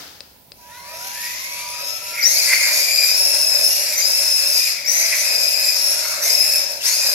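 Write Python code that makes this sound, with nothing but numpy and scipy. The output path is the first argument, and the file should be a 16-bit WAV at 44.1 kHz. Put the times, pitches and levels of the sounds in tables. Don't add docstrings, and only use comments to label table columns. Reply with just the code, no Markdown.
import sys
import numpy as np
from scipy import signal
from scipy.fft import rfft, irfft, next_fast_len
from scipy.io import wavfile
from scipy.ndimage import uniform_filter1d

SR = 44100
rng = np.random.default_rng(int(sys.argv[2]) if len(sys.argv) > 2 else 0)


def materialize(psi):
    bounded = np.clip(np.atleast_2d(psi).T, -1, 1)
    quanta = np.round(bounded * 32767).astype(np.int16)
    wavfile.write(sys.argv[1], SR, quanta)


N = 314874
TIME = np.arange(N) / SR


def gain_of(db):
    return 10 ** (np.asarray(db) / 20)


def evened(x):
    return x / np.sqrt(np.mean(x ** 2) + 1e-20)


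def read(points, hz):
    f, value = np.transpose(points)
    return np.interp(np.log(hz + 1), np.log(f + 1), value)


def curve(rows, column):
    rows = np.asarray(rows)
    return np.interp(TIME, rows[:, 0], rows[:, column])


def coloured(x, gain):
    size = next_fast_len(N + 4096)
    return irfft(rfft(x, size) * gain(np.fft.rfftfreq(size, 1 / SR)), size)[..., :N]


def shaped(x, points):
    return coloured(x, lambda f: gain_of(read(points, f)))


def resonance(f, hz, width_hz):
    return 1 / (1 + (2 * (f - hz) / width_hz) ** 2)


def wander(hz):
    return evened(coloured(rng.standard_normal(N), lambda f: 1 / (1 + (f / hz) ** 2)))


# (frequency [Hz], shared amplitude [0..1])
PORT_LIKENESS = [(60, 1), (200, 0.31), (400, 0.81), (700, 0.11), (1300, 0.043), (2400, 0.058)]


def paired(a, b):
    same = lambda f: np.clip(read(PORT_LIKENESS, f), 0, 1)
    right = coloured(a, same) + coloured(b, lambda f: np.sqrt(1 - same(f) ** 2))
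    return np.array([a, right])


# (frequency [Hz], relative level [dB])
AIR_SPECTRUM = [(18, -48), (30, -11.5), (64, -9), (93, -10.5), (194, -13), (328, -19.5), (1010, -18),
                (1130, -30), (4300, -28.5), (7270, -32), (16000, -20.5)]
AIR_RMS_DB = -47.5


def air():
    noise = paired(*rng.standard_normal((2, N)))
    return gain_of(AIR_RMS_DB) * evened(shaped(noise, AIR_SPECTRUM))


# (frequency [Hz], relative level [dB])
FADING_SPECTRUM = [(180, -16), (300, -10.5), (885, -10), (1150, -14), (1230, -8), (2440, -12), (5160, -6.5),
                   (8360, -20.5), (16000, -18)]
FADING_START_DB, FADING_T60_S = -34.5, 1


def fading():
    noise = shaped(paired(*rng.standard_normal((2, N))), FADING_SPECTRUM)
    return gain_of(FADING_START_DB - 60 * TIME / FADING_T60_S) * evened(noise)


# (time [s], peak level [dB])
CLICK_TIMES = [(0.2064, -16), (0.5196, -20.5)]
# (frequency [Hz], relative level [dB], t60 [s])
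CLICK_RING_MODES = [(580, -6.5, 0.045), (2660, -6.5, 0.038), (4100, 4, 0.013), (4600, 12.5, 0.0068),
                    (5000, 1, 0.04), (8250, -5, 0.015), (14400, -20, .005)]


def clicks():
    t, hits = np.arange(3000) / SR, np.zeros(N)
    ring = sum(gain_of(db - 60 * t / t60_s) * np.sin(2 * np.pi * hz * t)
               for hz, db, t60_s in CLICK_RING_MODES)
    for at_s, peak_db in CLICK_TIMES:
        hits[round(at_s * SR)] = gain_of(peak_db)
    return signal.oaconvolve(hits, ring / abs(ring).max())[:N]


# (time [s], rms level [dB])
CHOPPER_LEVEL = [(.56, -78), (.592, -53), (.694, -45), (1.07, -40.5), (1.354, -45), (1.43, -64),
                 (1.475, -46.5), (1.682, -37), (1.92, -46.5), (1.98, -66), (2.04, -46), (2.17, -45),
                 (2.22, -70)]
CHOPPER_HZ = 970.8


def chopper():
    on = (TIME > CHOPPER_LEVEL[0][0]) & (TIME < CHOPPER_LEVEL[-1][0])
    amplitude = on * np.sqrt(2) * gain_of(curve(CHOPPER_LEVEL, column=1))
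    return amplitude * np.sin(2 * np.pi * CHOPPER_HZ * TIME)


# (peak time [s], peak level [dB], time of the last 20 dB of rise [s], fall [dB/s], pitch [Hz])
TYRE_SQUEAKS = [(2.21, -15.5, .05, 152, 2160), (2.5, -17, 0.075, 42, 2140), (3.99, -24, 0.071, 400, 2104),
                (5.1, -25, 0.47, 92, 2180), (6.12, -35, 0.35, 125, 1390)]
SQUEAK_WIDTH_HZ = 460


def scrub():
    slips = gain_of(5 * wander(hz=30)) * rng.standard_normal(N)
    out = 0
    for peak_s, peak_db, rise_s, fall_db_per_s, pitch_hz in TYRE_SQUEAKS:
        squeak = evened(coloured(slips, lambda f: resonance(f, pitch_hz, SQUEAK_WIDTH_HZ)))
        envelope_db = np.minimum(20 * (TIME - peak_s) / rise_s, fall_db_per_s * (peak_s - TIME))
        out = out + gain_of(peak_db + envelope_db) * squeak
    return out


# (on [s], off [s], whine level [dB],
# clatter level before its trim [dB], drumming level [dB], lift of the lowest gear tone [dB],
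# rise [dB/s], clatter fall while coasting [dB/s])
HARD_BURSTS = [(2.197, 2.698, -12, -23.5, -36.5, -3.5, 338, 60),
               (2.66, 3.104, -12.5, -23.5, -35.5, -1, 600, 60), (3.07, 3.76, -11, -25, -35, -8, 600, 17),
               (3.957, 4.597, -12.5, -25.5, -40.5, -7, 800, 76),
               (4.543, 4.681, -21, -24.5, -48, 0.5, 600, 189), (4.843, 5.06, -16, -26, -37.5, -3, 413, 60),
               (5.03, 5.195, -19, -26, -44, -1, 600, 60), (5.175, 5.712, -13.5, -28, -36.5, -4, 600, 60),
               (5.697, 5.93, -15, -28, -37, -11, 602, 28), (6.006, 6.122, -24, -30.5, -43, 0.5, 600, 39),
               (6.201, 6.27, -16, -24, -36, -2, 700, 62),
               (6.257, 6.566, -11.5, -26.5, -34.5, -6.5, 600, 63),
               (6.797, 6.89, -20, -21.5, -53, -9, 328, 60),
               (6.864, 7.094, -11.5, -24.5, -36, -6.5, 800, 83)]


def burst_shapes(falls=1):
    on_s, off_s, *_, rise, fall = np.transpose(HARD_BURSTS)[:, :, None]
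    climb_db = np.minimum(0, rise * (TIME - on_s) - 20 - 60 * (TIME < on_s))
    return climb_db - falls * fall * np.maximum(TIME - off_s, 0)


# (time [s], tooth rate [Hz], whine level [dB],
# clatter level before its trim [dB], drumming level [dB], lift of the lowest gear tone [dB],
# tooth strain [1 = full])
GENTLE_START = [(.56, 325.4, -47, -58.5, -65, -2, -0.4), (.72, 463.7, -29, -50.5, -55.5, -3, 0.38),
                (.95, 650, -32.5, -41, -48.5, 14, 0.79), (1.2, 916, -27.5, -34, -49.5, 2.5, -0.38),
                (1.5, 1108, -31, -36.5, -50.5, 8, -0.5), (1.75, 1250, -32, -35.5, -47.5, 7.5, -0.39),
                (2.0, 1335, -37, -36, -45.5, 14, -0.37), (2.21, 1399, -35, -31, -39, 17, -0.56)]
GENTLE_END_S = GENTLE_START[-1][0]


def level_db(column, falls=1):
    gentle_db = curve(GENTLE_START, column) - 100 * np.maximum(TIME - GENTLE_END_S, 0)
    hold_db = np.array(HARD_BURSTS)[:, column, None]
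    return np.maximum(gentle_db, (hold_db + burst_shapes(falls)).max(0))


# (frequency [Hz], width [Hz], relative level [dB])
CHASSIS_MODES = [(576, 82, 5), (660, 163, 2.5), (930, 98, -0.5), (426, 150, -21.5), (257, 22, -24),
                 (1640, 450, -4)]
GRIT_RMS_DB = 1.2
DRUM_FALL_RATIO = 0.48


def chassis():
    grit = gain_of(GRIT_RMS_DB * wander(hz=24.5)) * rng.standard_normal(N)
    modes = lambda f: sum(gain_of(db) * resonance(f, hz, width_hz) for hz, width_hz, db in CHASSIS_MODES)
    drive_db = uniform_filter1d(level_db(column=4, falls=DRUM_FALL_RATIO), size=3000)
    return gain_of(drive_db) * evened(coloured(grit, modes))


# (frequency [Hz], gain [dB])
SHELL_COLOUR = [(410, -40.5), (700, -39), (808, -36), (946, -21), (1150, -21.5), (2530, -7.5), (3030, -19),
                (3200, -17), (5190, -0.5), (8650, -12), (12000, -3), (14400, -14), (15400, -32),
                (16000, -61)]
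# (frequency [Hz], gain [dB])
GENTLE_TINT = [(700, 7), (1800, 1.5), (3200, 7), (5000, -3.5), (6200, 1), (8500, -4.5), (11000, 0.5),
               (13500, -2)]
CLATTER_TRIM_DB = 7.5


def clatter():
    unevenness_db = 1.35 * wander(hz=30.6) + 1.04 * wander(hz=310)
    bursts = gain_of(unevenness_db) * rng.standard_normal(N)
    rattle = evened(shaped(bursts, SHELL_COLOUR))
    rattle = np.where(TIME < HARD_BURSTS[0][0], shaped(rattle, GENTLE_TINT), rattle)
    return gain_of(level_db(column=3) + CLATTER_TRIM_DB) * rattle


# (time [s], goal tooth rate [Hz], lag [s])
SPEED_GOALS = [(2.218, 2180, .04), (2.3, 2370, .04), (2.88, 2450, .06), (3.105, 2670, .03),
               (3.36, 2500, .15), (3.63, 2820, .03), (3.86, 1400, .08), (3.955, 2150, .025),
               (4.012, 2420, .005), (4.03, 2660, .04), (4.2, 2590, .1), (4.52, 2440, .12), (4.7, 900, .2),
               (4.856, 2040, .018), (5.02, 2560, .008), (5.14, 1995, .004), (5.205, 2520, .006),
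               (5.72, 2760, .05), (6.008, 2235, .008), (6.13, 1200, .13), (6.21, 2110, .015),
               (6.268, 2500, .005), (6.31, 2625, .04), (6.68, 300, .1), (6.82, 5000, .17),
               (6.878, 2210, .012), (6.932, 2490, .006)]


def mesh():
    hz = curve(GENTLE_START, column=1)
    for start_s, goal_hz, lag_s in SPEED_GOALS:
        at = round(start_s * SR)
        hz[at:] = goal_hz + (hz[at] - goal_hz) * np.exp(-(TIME[at:] - start_s) / lag_s)
    return hz


HOP_START_S, HOP_GROWS_S, HOP_DIES_S = 2.3, .09, .5
HOP_HZ, HOP_PEAK_S, HOP_SWING = 15.9, 2.397, .08
TREMBLE = .016


def teeth(hz):
    since_s = np.maximum(TIME - HOP_START_S, 0)
    tremble = wander(hz=26.2)
    tremble = tremble - uniform_filter1d(tremble, size=8000)
    envelope = np.minimum(since_s / HOP_GROWS_S, 1) * np.exp(-(since_s / HOP_DIES_S) ** 2)
    hop = HOP_SWING * envelope * np.cos(2 * np.pi * HOP_HZ * (TIME - HOP_PEAK_S))
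    jitter = 0.0034 * wander(hz=303.5)
    return np.cumsum(hz * (1 + hop + TREMBLE * tremble * (since_s > 0) + jitter)) / SR


def tooth_strain(hz, gentle):
    unstrained_hz, strained_hz = 2330, 2040
    powered = sum((TIME > on_s) & (TIME < off_s)
                  for on_s, off_s, whine_db, *_ in HARD_BURSTS if whine_db > -24) > 0
    hard = powered * np.clip((unstrained_hz - hz) / (unstrained_hz - strained_hz), 0, 1)
    return uniform_filter1d(np.where(gentle, curve(GENTLE_START, column=6), hard), size=600)


# (multiple of the tooth rate, relative level [dB], gain at full strain [dB])
GEAR_ORDERS = [(1, -8, 7), (2, -5, -4), (3, -2.5, 14.5), (4, 4, 6.5), (5, -7, 0), (6, -8.5, 14), (7, 1, -8),
               (8, 1, 12)]
# (frequency [Hz], gain [dB])
GEARBOX_COLOUR = [(400, -35), (700, -23), (1400, -6), (2400, -2), (3300, -11), (4400, -3.5), (5200, 3),
                  (6200, -7.5), (7200, -8), (8800, -39), (10500, -14.5), (13000, -8), (15000, -24)]
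PINION_TEETH = 13
WHINE_FALL_RATIO = 5.4
STRAINED_WHINE_DB = -5
UPPER_LOSS_DB, UPPER_FULL_HZ, UPPER_SPAN_HZ = -20, 1240, 300
GENTLE_LOOSE = .35


def whine(hz):
    turns, gentle = teeth(hz), TIME < GENTLE_END_S
    strain = tooth_strain(hz, gentle)
    burst_lift_db = np.array(HARD_BURSTS)[burst_shapes().argmax(0), 5]
    lowest_db = np.where(gentle, curve(GENTLE_START, column=5), burst_lift_db)
    lowest_db = uniform_filter1d(lowest_db, size=600)
    load = gain_of(0.56 * wander(hz=51.6)) * (1 + 0.31 * np.cos(2 * np.pi * turns / PINION_TEETH))
    upper_db = gentle * UPPER_LOSS_DB * np.clip((UPPER_FULL_HZ - hz) / UPPER_SPAN_HZ, 0, 1)
    loose = np.where(gentle, GENTLE_LOOSE, 1 - .6 * np.clip(strain, 0, 1))
    tones = 0
    for k, db, strained_db in GEAR_ORDERS:
        lift_db = (k == 1) * lowest_db + strain * strained_db + (k > 2) * upper_db
        rattle = wander(hz=32 * (k + 1)) + 1j * wander(hz=32 * (k + 1))
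        flutter = 1.26 * (1 - loose) + 0.53 + loose * rattle
        tones = tones + gain_of(db + lift_db) * (flutter * np.exp(2j * np.pi * k * turns)).real
    whine_db = level_db(column=2, falls=WHINE_FALL_RATIO) + STRAINED_WHINE_DB * strain * ~gentle
    return gain_of(whine_db) * evened(shaped(load * tones, GEARBOX_COLOUR))


# (frequency [Hz], t60 [s])
GARAGE_T60 = [(300, 0.12), (1300, 0.91), (4000, 0.91), (12000, 0.24)]


def tail():
    taps = np.zeros((2, SR))
    at = np.arange(200, SR - 20, 20) + rng.integers(0, 20, (2, (SR - 201) // 20))
    np.put_along_axis(taps, at, rng.choice([-1., 1.], at.shape), 1)
    hz, t, z = signal.stft(taps, SR, nperseg=256)
    decay = gain_of(-60 * t / read(GARAGE_T60, hz)[:, None])
    echoes = signal.istft(z * decay, SR, nperseg=256)[1][:, :SR]
    return echoes / np.linalg.norm(echoes[0])


def garage(x):
    return paired(*signal.fftconvolve(x[None], tail(), axes=1)[:, :N])


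# (time [s], level [dB])
CAR_ECHO = [(0, -3), (2.1, -7.5), (3.5, -8), (5, -5), (6, -3), (7.14, -8)]


def nearby(x, count=8):
    out, wet = np.zeros((2, N)), gain_of(curve(CAR_ECHO, column=1))
    for spot in range(count):
        apart = (TIME / .11 - spot + count / 2) % count - count / 2
        visit = x * np.cos(np.pi / 2 * np.clip(apart, -1, 1))
        sparse = rng.standard_normal((2, 400)) * (rng.random((2, 400)) < .05)
        paths = 0.23 * sparse * np.exp(-np.arange(400) / 130)
        paths[[0, 1], rng.integers(0, 24, 2)] += .65
        out += signal.oaconvolve(visit[None], paths, axes=1)[:, :N]
        out += signal.fftconvolve((visit * wet)[None], tail(), axes=1)[:, :N]
    return paired(*out)


SETS_OFF_S = .54
TONE_ECHO_DB, CLICK_ECHO_DB = -18, -13


def scene():
    ticks, tone = clicks(), chopper()
    echo = garage(gain_of(TONE_ECHO_DB) * tone + gain_of(CLICK_ECHO_DB) * ticks)
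    car = (scrub() + chassis() + clatter() + whine(mesh())) * (TIME > SETS_OFF_S)
    tone_pair = tone * gain_of([[-3], [2]])
    return air() + fading() + ticks + tone_pair + echo + nearby(car)


# (frequency [Hz], left over right [dB])
PORT_BALANCE = [(60, 0.0), (92, 0.0), (140, 0.0), (210, -0.5), (330, -1.0), (500, -2.5), (770, -2.5),
                (1170, -2.0), (1790, 0.0), (2740, 2.0), (4190, 11.5), (6410, 9.0), (9810, -10.0),
                (15000, -13.0)]
EDGE_HZ = 15900


def record(dry):
    left = lambda f: 1 / (1 + gain_of(-2 * read(PORT_BALANCE, f)))
    dry = coloured(dry, lambda f: np.sqrt(2 * np.array([left(f), 1 - left(f)])))
    dry = coloured(dry, lambda f: f ** 2 / (f ** 2 + 45 ** 2))
    power_db = 10 * np.log10(abs(uniform_filter1d((dry ** 2).mean(0), 9000)) + 1e-12)
    dry = dry / gain_of(0.18 * np.maximum(power_db + 22.5, 0))
    dry = np.tanh(dry)
    band_limit = signal.firwin(511, EDGE_HZ, window=("kaiser", 9), fs=SR)
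    return signal.oaconvolve(dry, band_limit[None], "same")


dry = scene()
out = record(dry)
materialize(out)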